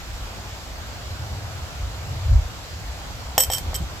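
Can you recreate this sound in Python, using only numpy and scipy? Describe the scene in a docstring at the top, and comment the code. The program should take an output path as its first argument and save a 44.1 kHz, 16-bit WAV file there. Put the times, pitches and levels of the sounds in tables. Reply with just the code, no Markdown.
"""A golf ball drops into the metal cup of a miniature golf hole and bounces on its bottom.
Each landing gives a hollow knock and a crack. In between, the ball touches the loose metal liner,
which clatters and rings until it settles back. A faint echo follows these sounds.
Behind them is a steady outdoor rush, and wind rumbles on the microphone."""
import sys
import numpy as np
from scipy import signal
from scipy.fft import rfft, irfft
from scipy.io import wavfile
from scipy.ndimage import uniform_filter1d

SR = 44100
rng = np.random.default_rng(int(sys.argv[2]) if len(sys.argv) > 2 else 0)


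def transcribe(u):
    """Save the signal u as a 16-bit wav file named by the first command-line argument.

    u: samples, shape (n,) or (channels, n), limited to [-1, 1]; the rate is SR.
    q: integer samples, one column per channel.
    """
    v = np.clip(np.atleast_2d(u).T, -1, 1)
    q = np.round(v * 32767).astype(np.int16)
    wavfile.write(sys.argv[1], SR, q)


N = 176400

# the ball touches the wall: t/s, ring level/dB, clatter level/dB, pitch it rings most/Hz, rise/s
TOUCHES = [(3.3798, -11, -12, 7500, 0.00035), (3.3996, -21, -13.5, 6500, 0.0018),
           (3.403, -10.5, -18.5, 8750, 0.00244), (3.4062, -37, -21.5, 8000, 0.0012),
           (3.4225, -21, -29, 7050, .001), (3.4347, -24.5, -21.5, 8500, 0.00062),
           (3.444, -39, -28.5, 7000, .001), (3.5015, -22.5, -38, 4100, 0.00069),
           (3.513, -27, -23.5, 8000, 0.0045), (3.5204, -22.5, -16.5, 5200, 0.0025),
           (3.5333, -20, -18.5, 4900, 0.00075), (3.5358, -26, -22, 12500, 0.00078),
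           (3.545, -19, -21, 4140, 0.0058), (3.5620, -49, -41, 5000, 0.0024),
           (3.57, -32.5, -27, 4940, .002), (3.5815, -40, -21, 7000, 0.0024),
           (3.595, -48, -36, 7000, 0.0012), (3.7430, -27.5, -27, 6400, 0.0009),
           (3.7494, -24.5, -42, 4500, 0.0008), (3.7541, -37, -26, 5000, 0.00056),
           (3.7605, -21.5, -39, 13000, 0.0017)]
# where cracks and clatter sit between the ears: f/Hz, left minus right/dB
CUP_BALANCE = [(500, -5), (2000, -3), (4800, -3.5), (6500, 2), (10300, 2), (11500, -20), (13000, -8),
               (14500, -9)]


def knocks():
    """Each landing is a sharp push and a crack on the bottom; it rings the hollow of the cup."""
    # the ball lands: t/s, knock level/dB, crack level/dB
    landings = [(3.3791, -10, -10.5), (3.5006, -19, -27), (3.5790, -32, -57), (3.7320, -25.5, -50)]
    # tones of the cup's air and bottom: f/Hz, level/dB, time to fade by 60 dB/s
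    cup_tones = [(526, -14.5, 0.18), (715, 0, 0.027), (784, -7, 0.058), (840, -7.5, 0.033),
                 (1035, -12.5, 0.027), (1833, -15, 0.058), (2124, -20, 0.091)]
    # tone colour of the crack: f/Hz, level/dB
    crack_spectrum = [(100, -3), (350, -18), (800, -1), (1500, -15), (3000, 13), (7000, -1), (10000, -3),
                      (14000, -2), (16000, -5)]
    rise_s, push_width_s = 0.0003, 0.0001
    t = np.arange(SR // 4) / SR
    tones = sum(amp(db) * fade(t, t60) * np.sin(2 * np.pi * hz * t) for hz, db, t60 in cup_tones)
    push = amp(-22) * np.exp(-((t - rise_s) / push_width_s) ** 2)  # one short pressure pulse
    knock = (tones * (1 - np.exp(-t / rise_s)) + push) * pan(db=3.5)
    hollow, cracks = np.zeros((2, 2, N))
    for s, knock_db, crack_db in landings:
        add(hollow, s, amp(knock_db) * knock)
        grit = unit(rng.standard_normal(len(t)) + 0.46 * rng.standard_normal((2, len(t))))
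        add(cracks, s, amp(crack_db) * fade(t, t60=0.0053) * grit)
    return hollow + colour(cracks, crack_spectrum, CUP_BALANCE)


def ring():
    """Each touch feeds the liner's ringing tones; settling back chokes them, the high ones first."""
    # tones of the metal liner: f/Hz, level/dB, time to fade by 60 dB/s, left minus right/dB
    liner_tones = [(3129, -5, .165, -4), (3222, -13, .08, -4), (3715, -23, .08, -3), (5508, -8, .12, -9),
                   (5557, -9, .11, -6), (5590, -16, .08, -6), (6160, -20, .08, -1), (7768, -5, .04, -1),
                   (7830, -3, .085, 2), (8275, -19, .1, 0), (8565, -15, .07, 0), (8596, -8, .11, 1),
                   (11632, -17, .1, -12), (12034, -1.5, .1, -12), (12090, -10, .08, -10),
                   (12995, -10, .08, 0), (13280, -12, .05, -8)]
    # the liner settles back: t/s
    settle_times = [3.448, 3.592, 3.764]
    focus_db, detune = 4, 0.0015  # drop an octave from a touch's pitch; random share of mistuning
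    t, out = np.arange(SR // 3) / SR, np.zeros((2, N))
    for hz, db, t60, pan_db in liner_tones:
        energy, motion = np.zeros((1, N)), np.zeros((1, N), complex)
        for s, ring_db, _, focus_hz, rise in TOUCHES:
            offset, phase = rng.uniform(-0.95, 1, 2)
            settle_s = min(end for end in settle_times if end > s)
            since_settling = np.maximum(s + t - settle_s, 0)
            choke = fade(since_settling, t60=0.05 * (7500 / hz) ** 2)
            strength = amp(ring_db + db - focus_db * np.log2(hz / focus_hz) ** 2)
            level = strength * np.minimum(t / rise, 1) * fade(t, t60) * choke
            cycles = hz * (1 + detune * offset) * t + phase
            add(energy, s, level[None] ** 2)
            add(motion, s, level[None] * np.exp(2j * np.pi * cycles))
        # the summed energy sets the loudness; the summed motion only times the wave
        out += np.sqrt(energy) * motion.real / (abs(motion) + 1e-12) * pan(pan_db)
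    return out


def clatter():
    """Each touch is a dying burst of tiny contacts that shake the liner's many short-lived tones."""
    # those tones taken together: f/Hz, level/dB
    clatter_spectrum = [(200, -10), (800, -3.5), (1500, -4), (2100, -2.5), (2500, -4.5), (3000, -1.5),
                        (3450, -4), (4200, -3), (5000, 0), (6500, 1.5), (7200, 2), (7750, -2), (8600, -2),
                        (9150, -19), (9600, 0), (9950, -26), (10400, 7), (10900, -17), (12000, -1),
                        (12500, -9), (13300, 9), (14300, -9), (16000, -36)]
    grain_db, grain_samples = 4.5, SR // 2000
    t, out = np.arange(SR // 5) / SR, np.zeros((2, N))
    for s, _, db, _, rise in TOUCHES:
        grains = amp(grain_db * np.repeat(rng.standard_normal(len(t)), grain_samples)[:len(t)])
        contacts = unit(grains * (rng.standard_normal(len(t)) + rng.standard_normal((2, len(t)))))
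        add(out, s, amp(db) * np.minimum(t / rise, 1) * fade(t, t60=0.037) * contacts)
    return colour(out, clatter_spectrum, CUP_BALANCE)


def echo(x):
    """The kerb and the timber walls faintly scatter the sound back."""
    t = np.arange(SR // 2) / SR
    tail = rng.standard_normal((2, len(t))) * fade(t, t60=0.18) * np.minimum(t / 0.0094, 1)
    return amp(-11) * signal.oaconvolve(x, tail / np.linalg.norm(tail[0]), axes=1)[:, :N]


def wind():
    """The breeze buffets the microphone with a low rumble; left and right differ in the small swirls."""
    # strength of the wind: t/s, level/dB
    gusts = [(0.0, -48), (0.07, -35), (0.27, -33.5), (0.36, -43), (0.91, -36.5), (0.99, -44.5), (1.12, -29),
             (1.18, -42), (1.22, -28.5), (1.29, -38), (1.31, -25.5), (1.4, -34.5), (1.61, -36.5),
             (1.63, -29.5), (1.71, -44), (1.84, -24), (1.95, -34.5), (2.13, -31), (2.23, -28), (2.34, -9.5),
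             (2.38, -12), (2.41, -23), (2.61, -45), (2.86, -31), (3.09, -38.5), (3.11, -29.5), (3.23, -51),
             (3.26, -36), (3.45, -39), (3.49, -22), (3.55, -47.5), (3.69, -23.5), (3.71, -29), (3.8, -35),
             (3.82, -28), (4.0, -48)]
    # centre pitch of the rumble: t/s, f/Hz
    pitch_curve = [(0, 56.08), (.9, 60.75), (1.15, 82.76), (1.4, 94.37), (1.85, 65.94), (2.08, 97.34),
                   (2.33, 66.98), (2.8, 70.4), (3.5, 57.36), (3.85, 68.26), (4, 64.96)]
    # tone colour of the rumble: multiple of the centre pitch, level/dB
    rumble_spectrum = [(.12, -34), (.35, -16), (.65, -3.5), (1, 4), (1.35, -4), (1.9, -18.5), (3, -33),
                       (6, -50.5), (14, -75), (60, -100)]
    t = np.arange(N) / SR
    centre_hz = np.interp(t, *np.transpose(pitch_curve))
    multiple = (np.fft.rfftfreq(N, 1 / SR) + 1) / centre_hz.mean()
    shape = amp(read(rumble_spectrum, multiple))
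    shapes = np.array([shape, shape * np.minimum(multiple, 3) ** 1.8])  # shared part, brighter side part
    swirls = signal.hilbert(irfft(rfft(rng.standard_normal((2, N))) * shapes, N))
    strength = np.sqrt(uniform_filter1d(abs(swirls) ** 2, size=1500, axis=1))
    swirls = swirls.real / strength ** 0.48  # partly evens out the loudness
    position = np.cumsum(centre_hz) / centre_hz.mean()  # reading faster raises the pitch
    shared, side = (unit(np.interp(position, np.arange(N), swirl)) for swirl in swirls)
    return amp(np.interp(t, *np.transpose(gusts))) * (shared + amp(-18.5) * np.array([side, -side]))


def puff():
    """A last short bump of air hits the microphone, higher in pitch than the rumble."""
    peak_s, width_s, pitch_hz = 3.822, 0.016, 143
    band = signal.butter(2, [pitch_hz / 2, pitch_hz * 1.2], "band", fs=SR, output="sos")
    air = signal.sosfilt(band, rng.standard_normal((2, N)))
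    bump = np.exp(-((np.arange(N) / SR - peak_s) / width_s) ** 2 / 2)
    return amp(-29) * unit(air + air[::-1] / 2) * bump


def rush(size=1024):
    """Steady distant noise with soft patches; it reaches the left side of the microphone first."""
    # tone colour of the rush: f/Hz, level/dB
    rush_spectrum = [(30, -29), (80, 11), (130, 1), (180, -3.5), (260, -6), (400, -8), (570, -4.5),
                     (780, -3.5), (930, -5.5), (1400, -7), (1850, -10.5), (2900, -11.5), (4700, -12),
                     (6500, -16), (7500, -15.5), (8200, -22.5), (8900, -29), (10200, -27), (12000, -20.5),
                     (14000, -29.5), (16000, -36)]
    # how alike the two sides are: f/Hz, likeness from 0 to 1
    likeness = [(100, 0.79), (300, 0.63), (700, 0.78), (1200, 0.12), (2200, 0.2), (4500, 0.23),
                (8000, 0.22), (15000, 0.2)]
    # where the rush sits between the ears: f/Hz, left minus right/dB
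    balance = [(60, -5), (110, 3.5), (200, -2), (380, 1.5), (700, 1.0), (1290, 0.0), (2380, 0), (4400, -3),
               (8120, 0.5), (15000, -4.0)]
    # the middle pitches rise and fall a little: t/s, level/dB
    middle_curve = [(0, -2.5), (0.299, 1.5), (.42, -1.5), (1.2, 0), (1.8, 0), (2.35, 0), (2.6, -1),
                    (2.96, 0.5), (3.05, 2), (3.13, -.5), (4, 1)]
    lead_s, patch_db, swell_db, middle_hz = 0.00013, 1.1, -0.06, 720
    hop = size // 4
    frames, hz = N // hop + 5, np.fft.rfftfreq(size, 1 / SR)
    a, b, c, d, patches, swell = rng.standard_normal((6, frames, len(hz)))
    patches = unit(uniform_filter1d(uniform_filter1d(patches, size=14, axis=0), size=10, axis=1))
    swell = unit(uniform_filter1d(swell[:, :1], size=50, axis=0))
    right, left_only = a + 1j * b, c + 1j * d
    same = read(likeness, hz)
    left = (same * right + np.sqrt(1 - same ** 2) * left_only) * np.exp(2j * np.pi * hz * lead_s)
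    middle_db = np.interp(np.arange(frames) * hop / SR, *np.transpose(middle_curve))[:, None]
    middle_band = np.exp(-np.log2((hz + 1) / middle_hz) ** 2)
    gain = amp(read(rush_spectrum, hz) + patch_db * patches + swell_db * swell + middle_db * middle_band)
    spectra = np.array([left, right]) * gain * pan(read(balance, hz))[:, None]
    _, noise = signal.istft(spectra, nperseg=size, noverlap=size - hop, time_axis=-2, freq_axis=-1)
    return amp(-36) * unit(noise[:, :N])


def amp(db):
    """Turns decibels into a multiplier."""
    return 10 ** (np.asarray(db) / 20)


def unit(x):
    """Scales a signal to an average power of 1."""
    return x / np.sqrt(np.mean(abs(x) ** 2) + 1e-20)


def read(points, hz):
    """Reads between the rows of a table, with octaves evenly spaced."""
    f, value = np.transpose(points)
    return np.interp(np.log(hz + 1e-6), np.log(f + 1e-6), value)


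def pan(db):
    """Left and right multipliers for a level difference."""
    gains = np.array([amp(np.atleast_1d(db) / 2), amp(-np.atleast_1d(db) / 2)])
    return gains / np.sqrt((gains ** 2).mean(0))


def fade(t, t60):
    """Dies away by 60 dB every t60 seconds."""
    return np.exp(-np.log(1000) * t / t60)


def add(mix, s, sound):
    """Mixes a sound in at s seconds."""
    part = mix[:, round(s * SR):][:, :sound.shape[1]]
    part += sound[:, :part.shape[1]]


def colour(x, spectrum, balance, size=2048):
    """Gives a sound a tone colour and a left-right balance; white noise keeps its overall power."""
    hz = abs(np.fft.fftfreq(size, 1 / SR))
    log_gain = np.log(unit(amp(read(spectrum, hz))) * pan(read(balance, hz)))
    taps = np.fft.ifft(np.exp(np.conj(signal.hilbert(log_gain)))).real  # nothing sounds before the hit
    return signal.oaconvolve(x, taps[:, :size // 2], axes=1)[:, :N]


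def scene():
    """The ball in the cup, over the outdoor background."""
    cup = knocks() + ring() + clatter()
    return cup + echo(cup) + rush() + wind() + puff()


def record(dry):
    """Clips peaks at full scale, then cuts the highest treble."""
    cutoff_hz = 16200
    lowpass = signal.firwin(511, cutoff_hz, window=("kaiser", 9), fs=SR)
    return signal.oaconvolve(np.clip(dry, -1, 1), lowpass[None], "same")


dry = scene()
out = record(dry)
transcribe(out)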